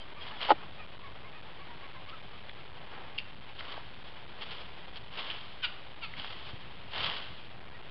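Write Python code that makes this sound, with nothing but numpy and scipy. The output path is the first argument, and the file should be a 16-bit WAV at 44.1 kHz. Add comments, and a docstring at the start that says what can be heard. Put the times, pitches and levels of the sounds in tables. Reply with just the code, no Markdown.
"""Leaves and stems rustle, crunch and snap right at the microphone, swept aside beside a reedy pond.
A hand bumps the camera and rings its hollow case; thin squeaks, a stem's creak and soft steps are close.
Geese yelp far off, a nearer bird gives two harsh chacks, and a soft outdoor hush lies under everything.
The camera's one microphone feeds a coarse eight-bit converter that adds grit and passes little
above 5 kHz."""
import sys
import numpy as np
from scipy import signal
from scipy.fft import rfft, irfft
from scipy.io import wavfile

SR = 44100
rng = np.random.default_rng(int(sys.argv[2]) if len(sys.argv) > 2 else 0)


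def output_pcm(signal):
    """Save a mono or channel-first signal as 16-bit PCM at the path in sys.argv[1].

    Samples are clipped to [-1, 1] before scaling.
    """
    pcm = np.clip(np.atleast_2d(signal).T, -1, 1) * 32767
    wavfile.write(sys.argv[1], SR, np.round(pcm).astype(np.int16))


N = 348390
TIME = np.arange(N) / SR

# Open air over the pond. Each row: time in seconds, distant hush in dB, leaf hiss in dB.
AIR_LEVELS = [(0, -54.5, -60), (1.3, -56.5, -60), (1.9, -54.5, -56.5), (2.5, -56, -58.5),
              (3.05, -52, -58.5), (3.35, -59.5, -61), (3.6, -57.5, -57.5), (4.3, -55, -57),
              (6.7, -56.5, -58.5), (7.45, -58, -55), (7.7, -57.5, -66), (7.9, -57, -58)]
# Spectra of the hush, the leaf hiss and the rumble. Each row: frequency in Hz, relative density in dB.
HUSH_SPECTRUM = [(200, -7.5), (260, -7), (350, 0), (500, -1), (750, 0), (1000, -0.5), (1300, -4.5),
                 (1750, -8), (2400, -10)]
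HISS_SPECTRUM = [(1700, -4.5), (2300, -2.5), (3150, 2), (3600, -1), (4100, -5), (5200, -4)]
RUMBLE_SPECTRUM = [(25, -9), (40, -2), (60, -1), (85, -1), (120, -1), (165, -4), (230, -10.5), (300, -15)]
# Thin squeaks. Each row: time in seconds, pitch in Hz, level in dB.
THIN_SQUEAKS = [(0.014, 3116, -47), (0.222, 3230, -43), (0.37, 3400, -48), (0.452, 2950, -41)]
# Sweeps through the plants at the microphone. Each row: start, attack, hold and time to fall 20 dB,
# all in seconds, then crisp leaf level in dB, duller stem level in dB.
FOLIAGE_SWEEPS = [(0.15, 0.11, 0.091, 0.22, -50.5, -52), (0.378, .045, .09, 0.01, -38, -42.5),
                  (0.532, 0.026, 0.081, 0.08, -57, -52.5), (2.888, 0.034, 0.014, 0.35, -57, -49.5),
                  (3.57, .04, 0.13, 0.22, -47.5, -48.5), (4.387, 0.068, .14, .2, -47, -53),
                  (5.097, 0.083, .12, .33, -41.5, -47), (6.131, 0.051, .13, 0.44, -44, -51),
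                  (6.895, .065, 0.18, .24, -37, -42.5)]
# Spectra of crackling leaves and stems. Each row: frequency in Hz, relative density in dB.
LEAF_SPECTRUM = [(1700, -8.5), (2400, -6), (2950, 2), (3280, 1.5), (3750, -2), (4200, -2.5), (4750, -0.5),
                 (5300, -0.5)]
STEM_SPECTRUM = [(130, -35.5), (220, -8.5), (238, -7.5), (352, -13.5), (426, -5.5), (470, -7.5), (723, -4),
                 (874, -3), (1050, -1), (1810, -7.5), (2400, -8), (3120, -26), (5280, -120)]
# Dry leaves crushed close by. Each row: time in seconds, level in dB, half-length in seconds.
LEAF_CRUNCHES = [(0.228, -47, .012), (0.283, -42.5, .008), (0.428, -38.5, .008), (0.505, -32, .012),
                 (2.097, -48.5, 0.0079), (3.599, -43.5, .01), (3.724, -38.5, 0.0045), (4.081, -52, 0.017),
                 (4.426, -38, .009), (4.519, -38.5, 0.0075), (4.614, -45.5, .008), (4.967, -41, .011),
                 (5.188, -38, .012), (5.312, -40.5, .006), (5.341, -41.5, .007), (6.194, -42.5, .014),
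                 (6.478, -45.5, .022), (7.056, -30.5, .018)]
# Geese far off. Each row: time in seconds, top pitch in Hz, level in dB,
# gain of the harmonics above the second in dB.
GOOSE_YELPS = [(0.181, 591.5, -49.5, -4.5), (0.335, 433, -47, -7.5), (0.81, 624, -50.5, 0.5),
               (1.055, 560, -46, -10), (1.266, 540, -52.5, -4.5), (1.362, 621.8, -54, 0.5),
               (1.469, 436.4, -50.5, -17), (1.618, 561.4, -50.5, -8), (1.711, 482.7, -47, -10),
               (1.849, 561, -48, -6), (1.971, 535, -49, -8), (2.09, 560, -51.5, -4.5),
               (2.136, 645.6, -46, -12.5), (2.345, 603, -53.5, -18), (7.757, 471, -60.5, 4.5)]
# A goose's voice. Each row: harmonic number, relative level in dB.
GOOSE_HARMONICS = [(2, -1), (3, -3), (4, 1.5), (5, -21)]
# A hand meeting the camera. Each row: time in seconds, strength in dB.
HAND_BUMPS = [(0.4876, -24), (0.4936, -19.3), (0.5048, -8.4), (0.50705, -16.5), (0.51048, -13),
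              (0.51504, -15.6), (0.51785, -10.3)]
# Modes of the case around the microphone. Each row: frequency in Hz, gain in dB, 60 dB decay in seconds.
CASE_MODES = [(328, -11, .05), (430, -16.2, .039), (582, -8.5, .045), (754, -13.1, .034), (846, -1.5, .033),
              (944, -9.8, .02), (1254, -9, .027), (1398, -23.8, .038), (1856, -18.6, .025),
              (3550, -24.5, .011)]
# Twigs breaking close by. Each row: time in seconds, strength in dB, pitch in Hz, 60 dB decay in seconds.
TWIG_SNAPS = [(2.4944, -29, 3510, 0.0045), (2.4963, -29, 2070, .005), (3.608, -26, 1980, 0.0043),
              (3.7778, -28, 706, 0.011), (5.302, -21.5, 3020, .0088), (6.138, -29.5, 2024, .011),
              (6.2453, -22.5, 1290, .003)]
# Quick slips of a dry stem. Each row: time in seconds, level in dB.
STEM_SLIPS = [(3.182, -30.5), (3.1868, -24), (3.1943, -31.5), (3.202, -35)]
# The nearer bird. 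Each row: time in seconds, mid-call pitch in Hz, level in dB, half-length in seconds.
BIRD_CHACKS = [(5.6465, 488, -28.7, 0.011), (6.041, 447, -37, .012)]
# That bird's voice. Each row: harmonic number, relative level in dB.
CHACK_HARMONICS = [(2, -19), (3, -7), (4, -17.5), (5, -6.5), (6, -1.5), (7, -8.5), (8, -8), (10, -4.5)]
# Steps on soft ground. Each row: time in seconds, level in dB, half-length in seconds.
FOOTFALLS = [(6.192, -43, 0.013), (6.54, -35.5, 0.005), (7.035, -47, 0.051), (7.319, -45, 0.014)]
# The smoothing filter after the converter. Each row: frequency in Hz, gain in dB.
SMOOTHING_RESPONSE = [(0, -0.5), (2400, 0), (3300, 1), (4000, -4.5), (4550, -7.5), (5000, -14), (5450, -20),
                      (5800, -39.5), (6250, -52), (6500, -71)]
# Very faint, steady high tones. Each row: frequency in Hz, level in dB.
HIGH_TONES = [(8269, -99), (9647, -101), (11025, -90)]


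def from_db(db):
    """Decibels to gain."""
    return 10 ** (np.asarray(db) / 20)


def unit_rms(x):
    """Scale to unit power."""
    return x / np.sqrt(np.mean(x ** 2) + 1e-20)


def swell(s, half_length):
    """A bell-shaped rise and fall around time s."""
    return np.exp(-.5 * np.minimum(((TIME - s) / half_length) ** 2, 100))


def stroke(start, attack, hold, release):
    """A push builds up, holds, then the plants settle by 20 dB per release time."""
    rise = np.clip((TIME - start) / attack, 0, 1)
    settling = np.maximum(TIME - start - attack - hold, 0)
    return rise * from_db(-20 * np.minimum(settling / release, 10))


def drift(rate):
    """A smooth random wander with spread 1, changing about rate times a second."""
    hz = np.arange(N // 2 + 1) * SR / N
    return unit_rms(irfft(rfft(rng.standard_normal(N)) / (1 + (hz / rate) ** 4), N))


def colour(x, spectrum):
    """Give x a spectrum that falls away beyond its ends, at unit power."""
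    hz = np.maximum(np.arange(N // 2 + 1) * SR / N, 1)
    points, db = np.transpose(spectrum)
    skirts = np.minimum(1, np.minimum(hz / points[0], points[-1] / hz)) ** 4
    gain = from_db(np.interp(np.log(hz), np.log(points), db))
    return unit_rms(irfft(rfft(x) * skirts * gain, N))


def noise(spectrum):
    """Steady noise, coloured by points of frequency in Hz and relative density in dB."""
    return colour(rng.standard_normal(N), spectrum)


def filtered(x, order, hz, kind):
    """A low, high or band pass with a flat passband."""
    return signal.sosfilt(signal.butter(order, hz, kind, fs=SR, output="sos"), x + 1e-18)


def ring(clicks, hz, t60):
    """A unit click rings a sine of height 1 that falls 60 dB in t60 seconds."""
    radius, angle = from_db(-60 / (t60 * SR)), 2 * np.pi * hz / SR
    return signal.lfilter([0, np.sin(angle)], [1, -2 * radius * np.cos(angle), radius ** 2], clicks + 1e-18)


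def click(s, db):
    """One sharp contact."""
    return from_db(db) * (np.arange(N) == round(s * SR))


def grains(per_s, spread_db):
    """Countless tiny fractures: most are faint, a few stand out."""
    sizes = from_db(spread_db * np.minimum(rng.exponential(1, N), 5))
    return sizes * rng.choice([-1, 1], N) * (rng.random(N) < per_s / SR)


def air(flutter_db=1.95, rumble_db=-56, sway_db=.76):
    """The bed of the place: distant hush and faint leaf hiss flutter over a slowly swaying rumble."""
    times, hush_db, hiss_db = np.transpose(AIR_LEVELS)
    sway = sway_db * drift(2.2)
    flutter = flutter_db * drift(40)
    hush = from_db(np.interp(TIME, times, hush_db) + flutter) * noise(HUSH_SPECTRUM)
    hiss = from_db(np.interp(TIME, times, hiss_db) + flutter) * noise(HISS_SPECTRUM)
    rumble = from_db(rumble_db + sway) * noise(RUMBLE_SPECTRUM)
    return hush + hiss + rumble


def squeaks(overtone=1.52, overtone_db=-4, waver=.012, sag_hz_per_s=1500, half_length_s=.014):
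    """Brief, thin high notes that waver and sag in pitch, each with one overtone."""
    out, unsteady = np.zeros(N), 1 + waver * drift(200)
    for s, hz, db in THIN_SQUEAKS:
        pitch = (hz - sag_hz_per_s * (TIME - s)) * unsteady
        phase = 2 * np.pi * np.cumsum(pitch) / SR
        note = np.sin(phase) + from_db(overtone_db) * np.sin(overtone * phase)
        out += from_db(db) * swell(s, half_length_s) * note
    return out


def foliage(clump_db=1.27, catch_db=1.0, crunch_stem_db=-8.5):
    """At the microphone, swept or crushed leaves and stems crackle in clumps, catching and letting go."""
    leaf_power, stem_power = np.zeros(N), np.zeros(N)
    for start, attack, hold, release, leaf_db, stem_db in FOLIAGE_SWEEPS:
        push = stroke(start, attack, hold, release)
        leaf_power += (push * from_db(leaf_db)) ** 2
        stem_power += (push * from_db(stem_db)) ** 2
    for s, db, half_length in LEAF_CRUNCHES:
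        crush = from_db(db) * swell(s, half_length)
        leaf_power += crush ** 2
        stem_power += (crush * from_db(crunch_stem_db)) ** 2
    leaves = np.sqrt(leaf_power) * colour(grains(per_s=9000, spread_db=4.2), LEAF_SPECTRUM)
    stems = np.sqrt(stem_power) * colour(grains(per_s=6000, spread_db=.5), STEM_SPECTRUM)
    return (leaves + stems) * from_db(clump_db * drift(87) + catch_db * drift(18))


def geese(arch=.026, waver=.026, half_length_s=.018):
    """Far off, short yelps arch up and down in pitch; the second harmonic carries farthest."""
    out, unsteady = np.zeros(N), 1 + waver * drift(120)
    for s, hz, db, upper_db in GOOSE_YELPS:
        calling = np.abs(TIME - s) < 4 * half_length_s
        along = (TIME[calling] - s) / half_length_s
        pitch = hz * unsteady[calling] * np.exp(-arch * along ** 2)
        phase = 2 * np.pi * np.cumsum(pitch) / SR
        voice = sum(from_db(level + upper_db * (k > 2)) * np.sin(k * phase)
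                    for k, level in GOOSE_HARMONICS)
        out[calling] += from_db(db) * np.exp(-.5 * along ** 2) * voice
    return out


def handling(softness_hz=2000, first_touch_hz=519, full_touch_hz=335, landed_s=.513):
    """A stutter of soft contacts rings the hollow camera case; it deepens as more of the hand lands."""
    contacts = np.zeros(N)
    for s, db in HAND_BUMPS:
        lowest_hz = first_touch_hz if s < landed_s else full_touch_hz
        contacts += filtered(click(s, db), 4, lowest_hz, "high")
    softened = filtered(contacts, 2, softness_hz, "low")
    return sum(from_db(db) * ring(softened, hz, t60) for hz, db, t60 in CASE_MODES)


def twigs(overtone=2.28, overtone_db=-13):
    """Close by, each break rings briefly in two bending modes and radiates little below them."""
    out = np.zeros(N)
    for s, db, hz, t60 in TWIG_SNAPS:
        crack = filtered(click(s, db), 2, hz / 2, "high")
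        out += ring(crack, hz, t60) - from_db(overtone_db) * ring(crack, hz * overtone, t60 / 2)
    return out


def creak(hz=2806, overtone=1.74, overtone_db=-7, rough=.085, scrape_db=-12, half_length_s=.0015):
    """Each slip scrapes a nearby dry stem and sets it singing roughly for a moment."""
    phase = 2 * np.pi * hz * np.cumsum(1 + rough * drift(900)) / SR
    note = np.sin(phase) + from_db(overtone_db) * np.sin(overtone * phase)
    scrape = from_db(scrape_db) * noise(LEAF_SPECTRUM)
    slips = sum(from_db(db) * swell(s, half_length_s) for s, db in STEM_SLIPS)
    return (note + scrape) * slips


def chacks(fall=.045, rough=.028, rasp_db=-5.5):
    """A bird nearer than the geese: each call is a rough note that slides down in rasping noise."""
    out, unsteady = np.zeros(N), 1 + rough * drift(500)
    rasp = noise([(600, -13.5), (1300, -4), (1900, -9), (2500, 0), (3400, -5), (4500, -3), (5400, -1)])
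    for s, hz, db, half_length in BIRD_CHACKS:
        along = np.clip((TIME - s) / half_length, -4, 4)
        pitch = hz * unsteady * np.exp(-fall * along)
        phase = 2 * np.pi * np.cumsum(pitch) / SR
        voice = sum(from_db(level) * np.sin(k * phase) for k, level in CHACK_HARMONICS)
        out += from_db(db) * swell(s, half_length) * (voice + from_db(rasp_db) * rasp)
    return out


def footfalls():
    """Near the microphone, weight lands on soft ground with a dull puff."""
    ground = noise([(35, -10.5), (70, -3), (160, -4.5), (240, -16.5), (400, -25.5)])
    return ground * sum(from_db(db) * swell(s, half_length) for s, db, half_length in FOOTFALLS)


def woodland(x, t60=.45):
    """Trunks and banks around the pond scatter a thin tail."""
    scatter = rng.standard_normal(SR) * from_db(-60 * TIME[:SR] / t60)
    return signal.fftconvolve(x, scatter / np.linalg.norm(scatter))[:N]


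def converter(x, step=1 / 128, offset=-.01):
    """Eight bits at a quarter of the rate: quiet sound toggles between two steps and turns gritty."""
    narrow = signal.resample_poly(x, 1, 4)
    pulses = np.zeros(N)
    pulses[::4] = 4 * step * np.round((narrow + offset) / step)   # the 4 makes up for the empty samples
    hz = np.arange(N // 2 + 1) * SR / N
    smoothing = from_db(np.interp(hz, *np.transpose(SMOOTHING_RESPONSE)))
    return irfft(rfft(pulses) * smoothing, N)


def scene():
    """Near and far sources reach one microphone on the bank, heard in both channels."""
    leaves, wood = foliage(), twigs() + creak()
    far_birds, near_bird = geese(), chacks()
    tail = woodland(from_db(-8) * near_bird + from_db(-12) * far_birds
                    + from_db(-13.5) * wood + from_db(-23.5) * leaves)
    mono = air() + leaves + wood + handling() + squeaks() + footfalls() + far_birds + near_bird + tail
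    return np.array([mono, mono])


def record(dry, hiss_db=-94, width_db=-20, cutoff_hz=11300):
    """Converter grit, very faint hiss and steady high tones; the treble shimmers between the sides."""
    coarse = converter(dry.mean(axis=0))
    treble = filtered(coarse, 4, [2150, 4100], "band")
    side = from_db(width_db) * treble * drift(150)
    tones = sum(from_db(db) * np.sin(2 * np.pi * hz * TIME) for hz, db in HIGH_TONES)
    hiss = from_db(hiss_db) * noise([(5000, 3), (9800, -2.5), (10700, 7), (11200, 0)])
    mid = coarse + tones + hiss
    top_cut = signal.cheby1(12, .3, cutoff_hz, fs=SR, output="sos")
    return signal.sosfilt(top_cut, [mid + side, mid - side])


dry = scene()
out = record(dry)
output_pcm(out)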